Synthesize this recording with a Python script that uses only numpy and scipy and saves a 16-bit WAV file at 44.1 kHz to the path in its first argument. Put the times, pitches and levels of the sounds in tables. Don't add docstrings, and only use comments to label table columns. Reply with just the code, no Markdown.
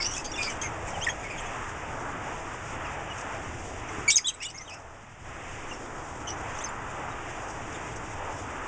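import sys
import numpy as np
from scipy import signal
from scipy.fft import rfft, irfft, next_fast_len
from scipy.io import wavfile
from scipy.ndimage import uniform_filter1d

SR = 44100
rng = np.random.default_rng(int(sys.argv[2]) if len(sys.argv) > 2 else 0)


def file_out(sig):
    cols = np.atleast_2d(sig).T
    lim = np.clip(cols, -1, 1)
    pcm = np.round(lim * 32767).astype(np.int16)
    wavfile.write(sys.argv[1], SR, pcm)


def level_to_linear(level):
    exponent = np.asarray(level, float) / 20
    return 10 ** exponent


N = 382347
FOLD_HZ = 8000


def colour(x, shape):
    size = next_fast_len(len(x))
    hz, db = np.transpose(shape)
    bin_hz = np.arange(size // 2 + 1) * SR / size
    gain = level_to_linear(np.interp(np.log(bin_hz + 1), np.log(hz), db))
    return irfft(rfft(x, size) * gain, size)[:len(x)]


def unit(x):
    return x / np.sqrt(np.mean(x ** 2))


def walk(rate_hz):
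    width = max(int(SR / rate_hz), 1)
    smooth = uniform_filter1d(rng.standard_normal(N), width)
    return unit(uniform_filter1d(smooth, width))


def birds():
    # f/Hz, level/dB per Hz
    breath_shape = [(1500, -31), (2500, -4.5), (4500, 5), (6500, -4), (8000, -8)]
    waver_share, waver_s = 0.008, 0.006
    out, wobble = np.zeros(N), walk(600)
    width = int(waver_s * SR)
    waver = unit(uniform_filter1d(uniform_filter1d(wobble, width), width))
    grains = [(walk(680) + 1j * walk(710)) / np.sqrt(2) for _ in range(4)]
    breath = unit(colour(rng.standard_normal(N), breath_shape)) * level_to_linear(4.7 * walk(250))
    for s, hz, db, rasp, (*partials_db, breath_db) in notes():
        first, last = max(int((s[0] - 0.001) * SR), 0), int((s[-1] + 0.0025) * SR)
        i = np.arange(first, last)
        shake = 0.06 * rasp ** 2 * wobble[i] + waver_share * waver[i]
        pitch = np.interp(i / SR, s, hz) * (1 + shake)
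        phase = 2 * np.pi * np.cumsum(pitch) / SR
        edge = np.clip(np.minimum(i - i[0], i[-1] - i) / (0.003 * SR), 0, 1)
        loud = level_to_linear(np.interp(i / SR, s, db)) * edge
        out[i] += loud * level_to_linear(breath_db) * breath[i]
        levels_db = [*partials_db, partials_db[-1] - 5.5]
        for k, part_db in enumerate(levels_db, start=1):
            share = np.clip(1.54 * rasp * k, 0, 1)
            envelope = np.sqrt(1 - share ** 2) + share * grains[k - 1][i]
            tone = (envelope * np.exp(1j * k * phase)).imag
            audible = k * pitch < FOLD_HZ
            out[i] += np.sqrt(2) * loud * level_to_linear(part_db) * tone * audible
    return out


def notes():
    # partial 1 level/dB, partial 2 level/dB, partial 3 level/dB, breath level/dB
    pure = (0, -25, -19.5, -30)
    whistle = (0, -14.5, -34, -28)
    reed = (-1, -3.5, -34, -20)
    squeak = (-12.5, -1.5, -40, -14)
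    pipe = (-31, -2, -30, -16.5)
    hollow = (-1, -23, -2.5, -17.5)
    full = (0, -4, -5.5, -23)
    scrape = (-10, 0.5, -29, -9.5)
    shriek = (-36, -2, -40, -24)
    croak = (-1.5, -14.5, -18, -21)
    rasping = (-11.5, -0.5, -5, -4)
    # peak place/0-1, start under peak/dB, end under peak/dB, pitch lift at the peak/share
    even, swell = (0.37, 2.5, 2.1, 0.003), (0.9, 7, 1.5, 0.003)
    fade, arch = (0.27, 1.5, 10.8, 0.005), (0.25, 2.5, 8, 0.04)
    flat = (0.5, 1.0, 0.3, 0.002)
    # t/s, length/s, first pitch f/Hz, last pitch f/Hz, level/dB
    pures = [
        (1.068, 0.0095, 2000, 1803, -22.5),
        (1.082, 0.011, 1715, 1950, -25.5),
        (1.087, 0.0055, 1990, 2660, -33),
    ]
    whistles = [(0.002, 0.0091, 2220, 2200, -31.5), (0.016, 0.016, 2230, 2200, -44),
                (0.336, 0.02, 3540, 3430, -38.5), (0.374, 0.019, 3610, 3590, -37.5),
                (0.94, 0.027, 3190, 2880, -43.5), (2.848, 0.024, 2960, 2380, -43),
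                (4.143, 0.011, 3760, 3835, -21.5), (4.268, 0.015, 3890, 3680, -19.5),
                (4.656, 0.02, 3680, 3700, -51), (4.596, 0.027, 2140, 2040, -44),
                (5.711, 0.016, 2840, 2750, -40), (4.282, 0.011, 3070, 3310, -28),
                (7.11, 0.018, 3750, 3800, -50)]
    whistle_swells = [
        (1.063, 0.006, 3250, 1980, -32),
        (3.1, 0.026, 2950, 2900, -39.5),
        (4.244, 0.022, 3330, 3500, -27),
        (0.378, 0.042, 2510, 2370, -30.5),
    ]
    whistle_fades = [
        (4.128, 0.015, 4100, 3700, -20.5),
        (4.293, 0.012, 3800, 3990, -26.5),
        (4.457, 0.045, 2880, 2940, -38),
        (4.299, 0.04, 3120, 3240, -49),
    ]
    reeds = [
        (1.01, 0.019, 2700, 3120, -39),
        (1.021, 0.026, 3080, 3320, -33.5),
        (1.044, 0.005, 3410, 3640, -34.5),
        (1.091, 0.02, 3214, 3270, -32.5),
        (4.402, 0.0091, 2500, 2650, -42),
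        (4.41, 0.03, 2680, 2920, -40),
    ]
    rough_reeds = [(0.108, 0.02, 3050, 3000, -45), (0.137, 0.02, 3160, 3480, -38),
                   (0.165, 0.043, 2620, 2590, -39.5), (0.357, 0.013, 2780, 2760, -38),
                   (0.49, 0.04, 3050, 2900, -41.5), (1.378, 0.02, 3370, 3110, -42),
                   (1.46, 0.018, 3160, 3340, -48), (4.115, 0.013, 3530, 3740, -21.5),
                   (4.333, 0.017, 3900, 3930, -44.5), (4.703, 0.019, 2490, 2470, -43.5),
                   (4.722, 0.028, 2530, 2740, -44), (4.751, 0.025, 2700, 2620, -51),
                   (5.69, 0.02, 3130, 3050, -51), (6.273, 0.024, 3060, 2910, -36.5),
                   (6.602, 0.029, 3050, 4030, -45.5), (7.742, 0.02, 3600, 3500, -47)]
    reed_fades = [
        (4.448, 0.025, 3350, 3960, -35.5),
        (6.269, 0.012, 2950, 2900, -42),
    ]
    squeaks = [(4.283, 0.013, 3080, 3280, -24.5), (6.287, 0.018, 2860, 2620, -41),
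               (0.316, 0.011, 2770, 2800, -37), (1.398, 0.022, 3580, 3770, -50.5),
               (3.885, 0.008, 2920, 2900, -48), (4.63, 0.027, 3130, 2940, -52),
               (6.547, 0.008, 3180, 3330, -43), (6.687, 0.0087, 3550, 3570, -41.5)]
    squeak_arches = [
        (0.06, 0.016, 2820, 2870, -25.5),
        (0.615, 0.019, 3120, 3110, -27.5),
    ]
    squeak_fades = [
        (6.294, 0.04, 2930, 2980, -36),
        (0.083, 0.099, 2890, 2800, -37.5),
        (1.196, 0.024, 3400, 3350, -49),
        (6.587, 0.012, 3080, 2860, -37),
    ]
    pipes = [
        (0.008, 0.047, 2355, 2380, -28),
        (4.608, 0.019, 3060, 3000, -44),
        (6.639, 0.012, 3190, 3170, -30),
        (-0.003, 0.046, 2620, 2710, -33),
        (4.574, 0.015, 2430, 2800, -35.5),
        (6.656, 0.026, 2790, 2220, -43),
    ]
    pipe_fades = [
        (0.243, 0.07, 2300, 2440, -37),
        (4.487, 0.012, 2300, 2330, -40),
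        (1.049, 0.013, 2550, 2390, -34.5),
        (4.17, 0.02, 2600, 2400, -17),
        (4.2, 0.022, 3050, 3090, -50),
    ]
    hollows = [
        (0.512, 0.025, 2520, 2460, -50),
        (0.632, 0.043, 2170, 2106, -36),
        (0.869, 0.023, 2630, 2210, -44),
        (0.886, 0.026, 1920, 1910, -50),
        (3.892, 0.0096, 2100, 2100, -43),
        (4.544, 0.029, 2090, 2180, -45),
    ]
    fulls = [
        (4.079, 0.022, 2314, 2288, -20),
    ]
    scrapes = [
        (0.045, 0.013, 2596, 2940, -29.5),
        (0.243, 0.02, 3250, 3150, -37.5),
        (0.428, 0.018, 2680, 2520, -34),
        (0.42, 0.06, 2400, 2390, -31.5),
        (5.723, 0.03, 2720, 2800, -51),
        (6.9, 0.019, 3500, 3580, -51.5),
    ]
    shrieks = [
        (4.157, 0.005, 3090, 3270, -16),
        (4.164, 0.01, 3320, 3065, -14),
    ]
    croaks = [
        (1.23, 0.022, 2390, 2130, -42),
        (1.25, 0.024, 2160, 2260, -41),
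        (4.181, 0.013, 2600, 1970, -32.5),
        (4.414, 0.035, 2000, 2400, -39.5),
        (0.385, 0.035, 2560, 2370, -34),
        (4.675, 0.027, 3330, 2840, -43),
    ]
    croak_fades = [
        (0.464, 0.062, 2355, 2240, -36),
        (0.631, 0.045, 2570, 2170, -39),
        (1.298, 0.065, 2447, 2290, -38),
        (4.295, 0.021, 3350, 2280, -40),
    ]
    rasps = [
        (4.102, 0.013, 2970, 2470, -19.5),
        (4.178, 0.0097, 2530, 2360, -34),
        (4.421, 0.027, 2310, 2600, -40),
        (4.5, 0.014, 2710, 2800, -43.5),
    ]
    singers = [
        (pure, even, 0.12, pures),
        (whistle, even, 0.14, whistles),
        (whistle, swell, 0.1, whistle_swells),
        (whistle, fade, 0.12, whistle_fades),
        (reed, even, 0.13, reeds),
        (reed, even, 0.33, rough_reeds),
        (reed, fade, 0.2, reed_fades),
        (squeak, even, 0.22, squeaks),
        (squeak, arch, 0.25, squeak_arches),
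        (squeak, fade, 0.28, squeak_fades),
        (pipe, even, 0.22, pipes),
        (pipe, fade, 0.2, pipe_fades),
        (hollow, even, 0.16, hollows),
        (full, flat, 0.09, fulls),
        (scrape, even, 0.42, scrapes),
        (shriek, even, 0.32, shrieks),
        (croak, even, 0.38, croaks),
        (croak, fade, 0.4, croak_fades),
        (rasping, even, 1, rasps)]
    for voice, (peak, rise_db, fall_db, lift), rasp, table in singers:
        for s, length, first_hz, last_hz, db in table:
            top_hz = (first_hz + peak * (last_hz - first_hz)) * (1 + lift)
            times = [s, s + peak * length, s + length]
            yield times, [first_hz, top_hz, last_hz], [db - rise_db, db, db - fall_db], rasp, voice


def cage_and_room(voices):
    age = np.arange(SR // 2) / SR
    fade = 0
    for t60_s, db in [(0.065, -6.5), (0.26, -21)]:
        fade = fade + level_to_linear(db) * 1000.0 ** (-age / t60_s) / np.sqrt(t60_s * SR / 14)
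    diffuse = unit(colour(rng.standard_normal(len(age)), [(2000, -1.0), (6000, 1.0)]))
    echo = diffuse * fade * (age > 0.003)
    return signal.fftconvolve(voices, echo)[:N]


def perch_steps():
    # t/s, peak level/dB, ring f/Hz
    steps = [
        (3.985, -17, 334),
        (3.996, -22, 1200),
        (4.012, -21.5, 331),
    ]
    out, t = np.zeros(N), np.arange(N) / SR
    for s, db, hz in steps:
        age = np.maximum(t - s, 0)
        out += level_to_linear(db) * np.sin(2 * np.pi * hz * age) * np.exp(-age / 0.00092)
    return out


def feathers():
    # t/s, length/s, level/dB
    rustles = [(0.153, 0.089, -39.5), (0.19, 0.051, -43), (0.251, 0.02, -45), (0.4, 0.11, -47),
               (0.5, 0.06, -47), (6.4, 0.04, -49), (3.186, 0.071, -47.5), (3.995, 0.035, -54),
               (4.744, 0.15, -54.5), (7.515, 0.091, -49), (7.72, .1, -55), (7.971, 0.033, -50.5),
               (8.121, 0.039, -46.5)]
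    out, t = np.zeros(N), np.arange(N) / SR
    friction = colour(rng.standard_normal(N), [(2000, -24), (4500, -8.0), (6500, 0.5), (8000, -9.5)])
    friction = unit(friction) * level_to_linear(4.3 * walk(150))
    for s, length, db in rustles:
        out += level_to_linear(db) * friction * np.exp(-(2 * (t - s) / length) ** 2)
    return out


def air():
    # t/s, length/s, level/dB
    traffic = [(2.065, 0.4, 3), (2.311, 0.14, 4.5), (3.313, 0.19, 3.5), (3.76, .3, -2.5),
               (4.756, 0.096, 2.5), (6.438, 0.37, 2), (7.463, 0.35, 2.5), (8.274, 0.15, 5), (8.574, 0.3, 3),
               (2.504, .15, 2.5)]
    # f/Hz, level/dB per Hz
    hum_shape = [(15, 10.5), (30, -3), (110, 2), (185, -8.5), (300, -5), (600, -7), (780, -3), (1300, -6.5),
                 (2000, -10), (2700, -15.5), (3600, -22.5), (5000, -77.5)]
    hiss_shape = [(2500, -1.5), (4000, 3), (5000, 1), (6000, 4), (7000, 6), (7600, 0), (8000, -8)]
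    # t/s, level/dB
    ducking = [
        (0, 0),
        (4.09, -0.5),
        (4.13, -9.5),
        (4.19, -9.5),
        (5.2, -10.5),
        (5.3, -3),
        (6.2, -1.5),
        (6.6, -1),
    ]
    hum_db, hiss_db = -36.5, -49.5
    t, hum = np.arange(N) / SR, 0
    traffic_db = sum(db * np.exp(-(2 * (t - s) / length) ** 2) for s, length, db in traffic)
    for hz in 20 * 2 ** np.arange(8):
        octave = [(hz / 2, -60), (hz / 1.6, -6), (hz, 0), (hz * 1.6, -6), (hz * 2, -60)]
        band = colour(rng.standard_normal(N), octave)
        tyre_share = np.exp(-np.log(hz / 900) ** 2)
        hum = hum + band * level_to_linear(1.7 * walk(5.16) + traffic_db * tyre_share)
    hiss = colour(rng.standard_normal(N), hiss_shape) * level_to_linear(1.0 * walk(8.8) + 1.27 * walk(30))
    both = unit(colour(hum, hum_shape)) * level_to_linear(hum_db) + unit(hiss) * level_to_linear(hiss_db)
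    return both * level_to_linear(np.interp(t, *np.transpose(ducking)))


def scene():
    voices = birds()
    mix = voices + cage_and_room(voices) + perch_steps() + feathers() + air()
    return mix[None]


def band_limit(x):
    return signal.sosfilt(signal.butter(12, 10370, fs=SR, output="sos"), x)


def record(dry):
    # f/Hz, gain/dB
    port_shape = [(3000, 0), (3600, -3), (4000, -12.5), (4220, -23.5), (4450, -10), (4900, -3.5), (5600, 0)]
    # f/Hz, gain/dB
    mirror_shape = [(7000, 0.5), (8000, 4.5), (8600, -6.5), (9200, -18.5), (9800, -29.5), (10300, -47),
                    (10900, -110)]
    x = colour(dry[0], port_shape)
    x = np.tanh(1.3 * x) / 1.3
    x = colour(x, [(FOLD_HZ - 30, 0), (FOLD_HZ, -6), (FOLD_HZ + 30, -90)])
    carrier = np.cos(4 * np.pi * FOLD_HZ * np.arange(N) / SR)
    mirror = 2 * colour(x, [(4000, -90), (4500, 0)]) * carrier
    return band_limit(colour(x + mirror, mirror_shape)[None])


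dry = scene()
out = record(dry)
file_out(out)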